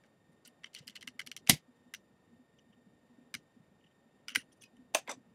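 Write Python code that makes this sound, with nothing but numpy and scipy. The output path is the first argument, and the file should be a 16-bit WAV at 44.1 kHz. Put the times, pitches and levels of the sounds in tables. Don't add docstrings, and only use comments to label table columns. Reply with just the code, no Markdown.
import sys
import numpy as np
from scipy import signal
from scipy.fft import rfft, irfft, next_fast_len
from scipy.io import wavfile
from scipy.ndimage import uniform_filter1d, map_coordinates

SR = 44100
rng = np.random.default_rng(int(sys.argv[2]) if len(sys.argv) > 2 else 0)


def rack_gain(trim_db):
    fader = np.asarray(trim_db, float)
    return 10 ** (fader / 20)


def generate_wav(sig):
    pcm = np.round(np.clip(np.atleast_2d(sig).T, -1, 1) * 32767).astype(np.int16)
    wavfile.write(sys.argv[1], SR, pcm)


N = 235708

# frequency in Hz, density in dB per Hz.
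ROOM_SPECTRUM = [(15, -53), (25, -27), (119, -3), (215, 0.5), (368, -6.5), (482, -6.5), (1490, -20.5),
                 (1850, -23), (3000, -25), (3530, -30), (5010, -33), (7300, -37), (15500, -42)]

# base in Hz, start of the on-phase in frames, on share of a frame.
WHINE_A = (1830.3, -.08, .74)
WHINE_B = (2367.6, .12, .75)
# level in dB of multiple 1, 2, ..
HARMONICS_A = [-81.5, -90.5, -103, -93, -100, -101]
HARMONICS_B = [-101, -97, -99, -98.5, -100]

# start in seconds, blow in dB, shudder in dB, shudder in ms.
JOLTS = [
    (1.494, -21.5, -36.5, 44),
    (3.342, -57, -56, 18),
    (4.366, -58, -49.5, 10.7),
]
# frequency in Hz, width in Hz, level in dB.
STAND_MODES = [(73, 30, -11), (112, 75, -4), (157, 54, 0), (230, 98, -4.5), (342, 170, -10.5),
               (480, 65, -16.5)]
SWING_MODES = [(140, 160, -1.5), (263, 140, -0.5)]

# start in seconds, level in dB, length in ms.
DESK_HUMS = [(0.321, -68, 60), (.458, -65, 74), (.864, -61, 32), (1.034, -58.5, 36), (1.075, -52.5, 33),
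             (1.152, -58, 26), (1.274, -55.5, 34), (1.68, -57.5, 39), (1.859, -60, 42), (2.316, -66, 53),
             (2.393, -56.5, 35), (2.669, -61, 24), (2.763, -62.5, 60), (3.03, -63.5, 24),
             (3.094, -59.5, 58), (3.184, -53.5, 17.4), (3.268, -59.5, 29), (3.563, -56, 27),
             (3.212, -56.5, 24), (4.056, -64, 26.6), (4.317, -57, 26), (4.371, -51, 25), (4.729, -60.5, 50),
             (4.786, -53.5, 49), (4.849, -61, 29), (5.092, -47, 14), (5.131, -55, 32), (5.175, -52, 20),
             (5.202, -61.5, 19), (5.256, -65, 32)]
# start in seconds, level in dB, pitch in Hz.
WRIST_BUMPS = [(.295, -59, 165), (0.808, -52, 145), (0.893, -54.5, 220), (1.961, -69, 200),
               (2.7, -60, 216.9), (2.868, -55, 201), (3.342, -63, 193), (3.383, -61, 155.3),
               (3.602, -55.5, 176), (3.716, -60, 200), (3.853, -61, 167), (5.278, -63.5, 176)]
# start in seconds, level in dB, pitch in Hz, length in ms.
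DESK_KNOCKS = [(4.6361, -61, 2480, 14), (4.656, -68, 2520, 26), (.452, -66, 1480, 22), (1.94, -63, 450, 12),
               (.8261, -61, 524, 16), (3.342, -61, 710, 11), (4.36, -57, 710, 6.4), (4.371, -53.5, 466, 16)]

# frequency in Hz, width in Hz, level in dB.
IN_HAND = [
    [(1210, 440, -11.5), (1601, 250, -4.5), (2050, 180, 3.5), (2280, 300, -3)],
    [(2704, 220, -3), (2960, 130, 1.5), (3180, 210, -2), (3730, 820, -13)],
    [(4300, 1200, -3.5), (5930, 200, 1.5), (5960, 490, -6), (7897, 2400, -11)],
    [(9040, 840, -1), (11500, 1500, -6.5), (14300, 2000, -12)],
]
IGNITER = [
    [(610, 450, 0), (950, 500, -1)],
    [(2050, 400.7, 0), (3080, 670, -1.4), (3900, 720, -2.5)],
    [(4730, 360, -2), (5400, 485, -0.5), (6840, 4300, -6)],
    [(7900, 1000, 0), (10503, 4900, 6), (14600, 2400, -1)],
]
ON_DESK = [
    [(304, 89, -17.5), (560, 63, -2.5), (730, 160, -6.5), (1040, 230, -10.5), (1340, 400, -17)],
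    [(1645, 170, -3), (1975, 120, -5.5), (2536, 360, 0), (3630, 440, -4)],
    [(4600, 2800, -7), (6280, 380, 2.5), (7730, 1600, -7.5)],
    [(8800, 340, 4), (10100, 850, -4), (12800, 3400, -5)],
]
SLIDING = [
    [(493, 180, 0), (1060, 290, -4), (1360, 330, -6)],
    [(1640, 320, -4), (2350, 390, -1), (3640, 430, -1)],
    [(4970, 1300, -10), (6000, 130, 3), (7530, 1000, -4.5)],
    [(8800, 980, -1), (10970, 3100, -6.5)],
]
TRIGGER = [
    [(2040, 730, 0)],
    [(2900, 260, 0), (3230, 390, -6.5)],
    [(4600, 1550, -15), (6110, 460, -2)],
    [(9400, 850, 0), (12100, 2500, -13)],
]
GRIPPED = [[(1387, 180, -2.5), (1610, 230, -1), (2260, 520, 0.5)]] + IN_HAND[1:2] + [ [(3920, 580, -5),
           (4900, 600, -6), (5770, 420, 0), (7600, 4900, -13.0)], [(9240, 1200, -5), (11400, 2000, -9.0),
           (14183, 2300, -12)]]
# own ring t60 in seconds, room level in dB, room t60 in seconds.
AFTER_SOUND = [
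    (0.0065, -11, 0.069),
    (0.011, -13, .12),
    (0.01, -8.5, .11),
    (0.0055, -11.5, .095),
]
# level in dB, decay factor.
ROOM_SHARE = [
    (-2.5, 0.73),
    (0, 1),
    (0.5, 1),
    (-2.5, 0.96),
    (-6, 0.548),
    (-2, 0.83),
]

# start in seconds, shell in dB,
# second strike re first in dB, hollow re shell in dB, fizz re shell in dB.
TICKS = [(0.036, -66, -9, 6.5, -15), (0.6337, -52, 11.5, 1, -28), (0.7406, -56.5, 9, -11, -2),
         (0.7553, -50.5, 4, -16, -19), (0.8705, -57, 12.5, -6.5, -1), (.896, -49.5, -7, -9, -9),
         (0.9549, -45.5, -3, -4, -9), (1.009, -53.5, 0.5, -8, -11), (1.0746, -47, -3.5, 2, -4.5),
         (1.193, -43.5, -1.5, 5, -8), (1.2634, -49, 5, -4, -5), (1.3148, -38, -19, -6, -11.5),
         (1.3642, -42.5, -8, -4, -1), (1.4651, -58, 22, -3.5, -12), (1.9374, -44.5, -2, 3, -3),
         (3.3397, -41.5, -1, 4, -2), (4.282, -37.5, -7.5, -3.5, -9), (4.3496, -34, -4, 4, -5.5),
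         (4.3586, -33, -19.5, 8, 6.5)]
# start in seconds, shell in dB, length in ms,
# hollow re shell in dB, fizz re shell in dB; the next three tables have the same columns.
RUBS = [(.052, -78, 23, -6, -8), (.317, -91.5, 20, 13, 13), (0.456, -64, 18, -8, -3),
        (0.656, -59, 24, -1, -20), (0.771, -54.5, 14, -6, -17), (0.793, -68, 14, 3.5, -16),
        (0.815, -69, 37, -6, -16), (.8835, -62, 4.9, 0, -4), (.911, -69, 22, -1, -24),
        (.9515, -54, 4.4, -9, -19), (0.972, -51.5, 2.5, -8, -30), (1.0257, -58, 4.9, 5.5, -4),
        (1.073, -47.5, 4.6, 1, -9.5), (1.1922, -56.5, 1.9, -19, 10), (1.213, -54.5, 6.9, 5.5, -9),
        (1.76, -84, 46, -3, -16.5), (4.275, -65, 6.7, -1.5, -17), (4.299, -55.5, 27, -2, -15),
        (4.33, -60, 3.3, 4, -26), (4.378, -57, 44, 0.5, -5.5), (4.6356, -55.5, 8.3, -13, -3),
        (4.643, -65.5, 24, -12, -16)]
SNAP = [
    (1.481, -47, 11, -11, -8.5),
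    (1.49, -33, 7, -7.5, -7),
    (1.495, -12.5, 6.04, -12, 0.5),
    (1.5033, -23, 5.7, -16, -4.5),
    (1.511, -37, 10, -9.5, -3.5),
    (1.531, -53, 28, -2, 0),
    (1.55, -57, 37, -13, -7),
]
LAYING = [
    (4.938, -50.5, 14, 4, -9),
    (4.9465, -22.5, 5.6, 1, -8.5),
    (4.95, -31.5, 7.3, 4.5, -13),
    (4.956, -38.5, 2.5, 8.6, 6),
    (4.965, -43, 12.3, 3.5, -4.5),
    (4.971, -47, 24.4, 0.5, -6),
]
SLIDE = [
    (5.066, -63, 12, 2, -46),
    (5.075, -47, 2.5, -9, -43),
    (5.0798, -44.5, 2.3, 5, -41),
    (5.082, -50.5, 23, 0.5, -26),
    (5.091, -45, 15.7, 5, -10),
    (5.101, -45, 14, 3.5, -17),
    (5.112, -45.5, 8.4, 4, -3),
    (5.119, -55, 14, 6.5, -15),
    (5.13, -62, 21, 6.5, -16),
]
# start in seconds, shell in dB, length in ms,
# rattle re shell in dB, fizz re shell in dB.
SCRAPES = [(0.448, -68.5, 13, 14.5, -5), (.4662, -70, 11, -1, -10), (0.474, -61, 7, -4, 8),
           (.4815, -66, 4, 0, -16), (0.731, -66, 7.1, 3, -19), (0.784, -56.5, 12, 6, -8),
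           (1.3233, -68, 3.1, -7, 8), (2.5843, -71, 5.7, -1, -28.5), (2.591, -72, 5.3, -0.5, -27),
           (4.336, -60, 20, -3, -38), (4.517, -80, 20.6, 10, 7.5), (4.527, -82.5, 9, 13.5, 10.5),
           (4.564, -86, 23, -4.5, 6.5), (4.609, -80, 9.1, 12, -6), (4.6155, -67, 4.3, 3, 3),
           (4.6196, -62, 7.6, 3, 5), (4.628, -66, 7, 6, 5), (4.7666, -67, 5.3, -11, -9)]
# start in seconds, shell in dB, length in ms.
CREAKS = [(2.585, -66, 12), (2.722, -70.5, 20), (3.802, -76, 18), (3.8367, -68.5, 16), (3.858, -72, 24),
          (3.909, -74, 14), (4.292, -54, 38), (4.322, -57, 18), (4.4, -62, 34)]
# hollow, rattle and fizz re shell, in dB.
CREAK_COLOUR_DB = (-9, -19, -34)
RATTLE_DB = (3, -2, 1, 7)

# start in seconds, peak in dB, pitch in Hz, t60 in ms.
PINGS = [(0.6438, -33.5, 3140, 15), (0.643, -49, 5706, 24), (0.7492, -38, 4370, 11), (.749, -42, 5560, 9.7),
         (.749, -51, 2200, 22), (0.762, -42, 2917, 39), (.7635, -47.5, 2030, 37), (.783, -51, 2930, 50),
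         (.79, -59, 4900, 28), (.793, -59, 2930, 59), (0.8792, -41, 3010, 23), (0.8786, -37.5, 5000, 13),
         (0.878, -49.5, 1710, 27), (.897, -49, 2929, 25), (.9565, -45, 2010, 25), (0.956, -43, 2724, 20),
         (0.957, -44.5, 4310, 22), (.964, -38.5, 3050, 27), (.964, -44, 2020, 25), (.964, -44.5, 4360, 24),
         (0.971, -51, 2870, 18), (.972, -59, 4522, 20), (1.011, -48, 3100, 30), (1.0262, -45, 3130, 20),
         (1.0262, -50, 3854, 20), (1.0762, -31.5, 2840, 14), (1.0845, -36, 2890, 13),
         (1.193, -36, 2050, 24), (1.195, -34.5, 3000, 23), (1.2015, -55, 4600, 20), (1.2185, -47, 2907, 16),
         (1.218, -50, 5706, 22), (1.272, -47, 2700, 20), (1.272, -43, 2280, 20), (1.315, -38.5, 2230, 25),
         (1.315, -42, 5800, 23), (1.365, -35, 5660, 16), (1.366, -41, 3800, 15), (1.365, -39, 5920, 23),
         (1.473, -41, 2272, 20), (1.473, -43, 3600, 22), (1.496, -20, 4970, 15), (1.497, -22, 8670, 18),
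         (1.496, -14, 3880, 16), (1.496, -21, 3180, 20), (1.502, -24, 2047, 37), (1.5048, -23, 3090, 25),
         (1.504, -35, 5512, 40), (1.52, -26, 183.5, 55),
         (1.9386, -30.5, 2050, 14.4), (1.939, -42.5, 6200, 20.5), (1.9395, -38, 2900, 14),
             (1.9462, -43, 2764, 30), (1.945, -47, 5970, 46), (3.3401, -42, 1679, 20),
             (3.341, -39, 2256, 20.4), (3.342, -42, 3900, 22), (3.342, -39, 5010, 22),
             (3.349, -44, 4970, 19), (3.3492, -31, 2155, 19.4), (3.352, -51, 5944, 55.4),
             (4.2825, -37.5, 2939, 30), (4.2826, -39, 4970, 26), (4.2828, -43, 1440, 25),
             (4.291, -43, 2936, 35), (4.291, -40.5, 2261, 20), (4.291, -43, 1410, 22),
             (4.303, -52, 2910, 120), (4.31, -61, 9570, 50), (4.3579, -13.5, 2080, 11),
             (4.358, -16, 1550, 13), (4.358, -17.5, 3020, 12), (4.358, -30, 8900, 16),
             (4.3593, -32, 9660, 20), (4.362, -20.5, 2290, 13), (4.366, -53, 5600, 30),
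             (4.369, -43, 1960, 58), (4.373, -49, 9600, 116), (4.385, -49, 2800, 89),
             (4.518, -67.5, 3260, 50), (4.525, -66, 9400, 50), (4.613, -60, 6290, 52),
             (4.619, -54, 3348, 39), (4.621, -54, 9390, 29), (4.637, -49, 2520, 33), (4.652, -62, 5000, 50),
             (4.948, -22, 2566, 29), (4.948, -25.5, 8940, 20), (4.949, -28, 6210, 33),
             (4.949, -32, 3790, 24), (4.972, -43, 774, 95), (5.076, -38, 2120, 17), (5.076, -44, 2519, 18),
             (5.083, -35, 990, 30), (5.084, -42, 1800, 22), (5.0924, -35.5, 1600, 27),
             (5.0925, -34, 2080, 35), (5.112, -43, 5950, 34), (5.113, -41.5, 3580, 46),
         (1.4945, -22, 1000, 20), (1.4945, -27, 760, 22), (5.099, -53, 810, 24),
             (5.105, -42.5, 1030, 53), (5.128, -48, 710, 63), (5.0975, -42, 5997, 50),
             (4.66, -65, 2900, 41), (4.378, -50, 1500, 75), (4.395, -49, 1900, 46)]
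# start in seconds, peak in dB.
CRACKS = [(.644, -39.5), (.749, -27), (0.8785, -27), (.9572, -40), (.9645, -38), (1.0263, -32.5),
          (1.077, -30), (1.1936, -31), (1.1964, -25), (1.272, -32), (1.316, -34), (1.365, -27),
          (1.473, -36), (1.9393, -26), (3.3426, -31), (3.3507, -31), (4.283, -32), (4.3493, -24),
          (4.3579, -12), (4.9471, -14.5), (4.637, -43), (5.0766, -37)]
# level in dB, pitch in Hz, t60 in ms.
CRACK_MODES = [(-3, 2300, 4.1), (-6, 5000, 3.4), (-10, 9000, 2.6)]


def unit(x):
    return x / np.sqrt(np.mean(x ** 2) + 1e-20)


def filtered(x, response):
    m = next_fast_len(N + SR // 2)
    return irfft(rfft(x, m) * response(np.fft.rfftfreq(m, 1 / SR)), m)[..., :N]


def ringing(x, modes):
    def response(f):
        h = 0
        for k, (centre, width, db) in enumerate(modes):
            band = 1j * f * width
            h = h + (-1) ** k * rack_gain(db) * band / (centre * centre - f * f + band)
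        below = 1j * f / (0.51 * modes[0][0])
        above = 1j * f / (1.1 * modes[-1][0])
        h = h * below ** 2 / (1 + 2.1 * below + below ** 2)
        h = h / (1 + 1.2 * above + above ** 2) ** 2
        return h / np.sqrt(np.mean(abs(h) ** 2))
    return filtered(x, response)


def dying(power, t60):
    keep = rack_gain(-120 / (abs(t60) * SR))
    return signal.lfilter([1 - keep], [1, -keep], power)


def wobble(rate):
    knots = rng.standard_normal(int(N * rate / SR) + 4)
    return map_coordinates(knots, [np.arange(N) * rate / SR])


def room_tone():
    hz, db = np.transpose(ROOM_SPECTRUM)

    def colour(f):
        edge = .2 + .8 / (1 + (f / 12800) ** 80)
        return rack_gain(np.interp(np.log(f + 1), np.log(hz), db)) * edge

    def response(f):
        low = 1 / (1 + (f / 330) ** 4)
        return colour(f) * np.sqrt([low, 1 - low])

    noise = rng.standard_normal((2, N))
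    noise[0] = unit(noise[0] * rack_gain(2.5 * wobble(14) + .8 * wobble(2)))
    noise[1] = unit(noise[1] * rack_gain(.5 * wobble(5)))
    return rack_gain(-68.5) * unit(filtered(noise, response).sum(0))


def whine(hz, start, share, harmonics_db):
    frame_hz, blank_leak = 24.582, .12
    t = np.arange(N) / SR
    gate = 1. * ((t * frame_hz - start) % 1 < share) + blank_leak
    gate = uniform_filter1d(gate, size=90) * rack_gain(1.5 * wobble(26))
    turns = rng.random(len(harmonics_db))
    lines = np.zeros(N)
    for k, db in enumerate(harmonics_db):
        lines += np.sqrt(2) * rack_gain(db) * np.sin(2 * np.pi * ((k + 1) * hz * t + turns[k]))
    return gate * lines


def stand():
    push, shake = np.zeros(N), np.zeros(N + SR)
    t = np.arange(SR // 8) / SR
    for s, blow_db, shudder_db, ms in JOLTS:
        push[round(s * SR)] = -rack_gain(blow_db + 24.0)
        shudder = rack_gain(shudder_db) * rng.standard_normal(len(t)) / (1 + (t * 1000 / ms) ** 8)
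        shake[round(s * SR):][:len(t)] += shudder
    return ringing(push, SWING_MODES) + ringing(shake[:N], STAND_MODES)


def desk():
    middle_hz, middle_db, hz_per_db = 248.5, -58.5, 1.5
    bump_ms = 18
    out, t = np.zeros(N + SR), np.arange(SR // 4) / SR
    pushes = [(s, db, middle_hz + hz_per_db * (db - middle_db), ms) for s, db, ms in DESK_HUMS]
    pushes += [(*row, bump_ms) for row in WRIST_BUMPS]
    pushes += DESK_KNOCKS
    chance = rng.random((len(pushes), 2))
    for (s, db, hz, ms), (turn, sag) in zip(pushes, chance):
        u = t * 1000 / ms
        swell = (3.67 * u) ** 2.11 * np.exp(1.5 - 5.14 * u) * 0.85
        cycles = hz * t * (1 - 0.017 * sag * u) + turn
        out[round((s - .004) * SR):][:len(t)] += rack_gain(db) * swell * np.sin(2 * np.pi * cycles)
    return out[:N]


def loose_part_strikes():
    crossing_ms, strike_ms, shorter_per_db = 7.8, 4.5, 0.055
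    rows = []
    for s, db, second_db, *colour in TICKS:
        for k in (0, 1):
            harder_db = max(0, (2 * k - 1) * second_db)
            ms = strike_ms * np.exp(-shorter_per_db * harder_db)
            rows.append((s + k * crossing_ms / 1000, db + k * second_db, ms, *colour))
    return rows


def finger_slips():
    longest_ms, fade_db_per_ms, scatter_db = 11, -0.2274, 3
    rows = []
    for (s, db, ms, *colour), luck in zip(RUBS, rng.standard_normal((len(RUBS), 12))):
        slips = int(np.ceil(ms / longest_ms))
        for k, at in enumerate(np.arange(slips)[:12] * ms / slips):
            level = db + fade_db_per_ms * at + scatter_db * luck[k]
            rows.append((s + at / 1000, level, ms / slips, *colour))
    return rows


def contacts():
    lit_s = 1.5
    rattle_per_fizz = 0.55
    scrape_hollow_db = -7
    rows = []
    held = loose_part_strikes() + finger_slips()
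    for state, table in enumerate((held, SNAP, LAYING, SLIDE)):
        for s, db, ms, hollow_db, fizz_db in table:
            body = 5 if state == 0 and s > lit_s else state
            rattle_db = RATTLE_DB[state] + rattle_per_fizz * fizz_db
            rows.append((body, s, db, ms, hollow_db, rattle_db, fizz_db))
    for s, db, ms, *colour in SCRAPES:
        rows.append((4 if s > lit_s else 0, s, db, ms, scrape_hollow_db, *colour))
    return rows + [(4, *row, *CREAK_COLOUR_DB) for row in CREAKS]


def lighter():
    states = (IN_HAND, IGNITER, ON_DESK, SLIDING, TRIGGER, GRIPPED)
    force = np.zeros((6, 4, N + SR))
    t = np.arange(SR // 20) / SR
    for state, s, db, ms, hollow_db, rattle_db, fizz_db in contacts():
        rise = np.clip(t * 1000 / (.1 + .012 * ms ** 2), 0, 1)
        rise *= 1 + 0.18 * np.exp(-t / 0.00051)
        press = rise * rack_gain(-3 * t * 1000 / ms) / (1 + (t * 1250 / ms) ** 5)
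        levels = rack_gain(db + np.array([[hollow_db], [0], [rattle_db], [fizz_db]]))
        force[state, :, round(s * SR):][:, :len(t)] += (press * levels) ** 2
    grit = rack_gain(2.1 * wobble(900))
    ragged = rack_gain(1.5 * wobble(120))
    near, far = np.zeros(N), np.zeros(N)
    for powers, groups, (share_db, factor) in zip(force[..., :N], states, ROOM_SHARE):
        for power, modes, (ring_t60, room_db, room_t60) in zip(powers, groups, AFTER_SOUND):
            echo_t60 = 0.84 * room_t60 * factor
            echo = dying(dying(dying(power, 0.0094), echo_t60), echo_t60)
            envelopes = np.sqrt([dying(power * grit, ring_t60), echo * ragged])
            direct, reflected = ringing(envelopes * rng.standard_normal((2, N)), modes)
            near += direct
            far += rack_gain(room_db + share_db) * reflected
    return rack_gain(-1.0) * (near + filtered(far, lambda hz: 1 / (1 + (hz / 11500) ** 6)))


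def pings():
    crack_scatter = .15
    rise_cycles, flutter_db, steady_ms = 1.1, 4.5, 9
    out, t = np.zeros(N + SR), np.arange(SR // 8) / SR
    shifts = np.exp(crack_scatter * rng.standard_normal((len(CRACKS), len(CRACK_MODES))))
    rows = PINGS
    for (s, db), shift in zip(CRACKS, shifts):
        rows = rows + [(s, db + d, hz * k, ms) for (d, hz, ms), k in zip(CRACK_MODES, shift)]
    late = 1 - np.exp(-t * 1000 / steady_ms)
    for (s, db, hz, t60_ms), knots in zip(rows, rng.standard_normal((len(rows), 2, 90))):
        pace = 150 + hz / 20
        flutter, turn = [late * map_coordinates(k, [t * pace]) for k in knots]
        rise = 1 - np.exp(-t * hz / rise_cycles)
        decay = rack_gain(db - 60000 * t / t60_ms + flutter_db * flutter)
        out[round(s * SR):][:len(t)] += rise * decay * np.sin(2 * np.pi * hz * t + 1.3 * turn)
    return out[:N]


def scene():
    background = room_tone() + whine(*WHINE_A, HARMONICS_A) + whine(*WHINE_B, HARMONICS_B)
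    return (background + stand() + desk() + lighter() + pings())[None]


def low_pass(x):
    return signal.sosfilt(signal.butter(12, 16700, fs=SR, output="sos"), x)


def record(dry):
    rounded = dry / (1 + abs(dry / .56) ** 4) ** .25
    mix = filtered(rounded, lambda hz: 1 / (1 + (hz / 16000) ** 80))
    return low_pass(mix)


dry = scene()
out = record(dry)
generate_wav(out)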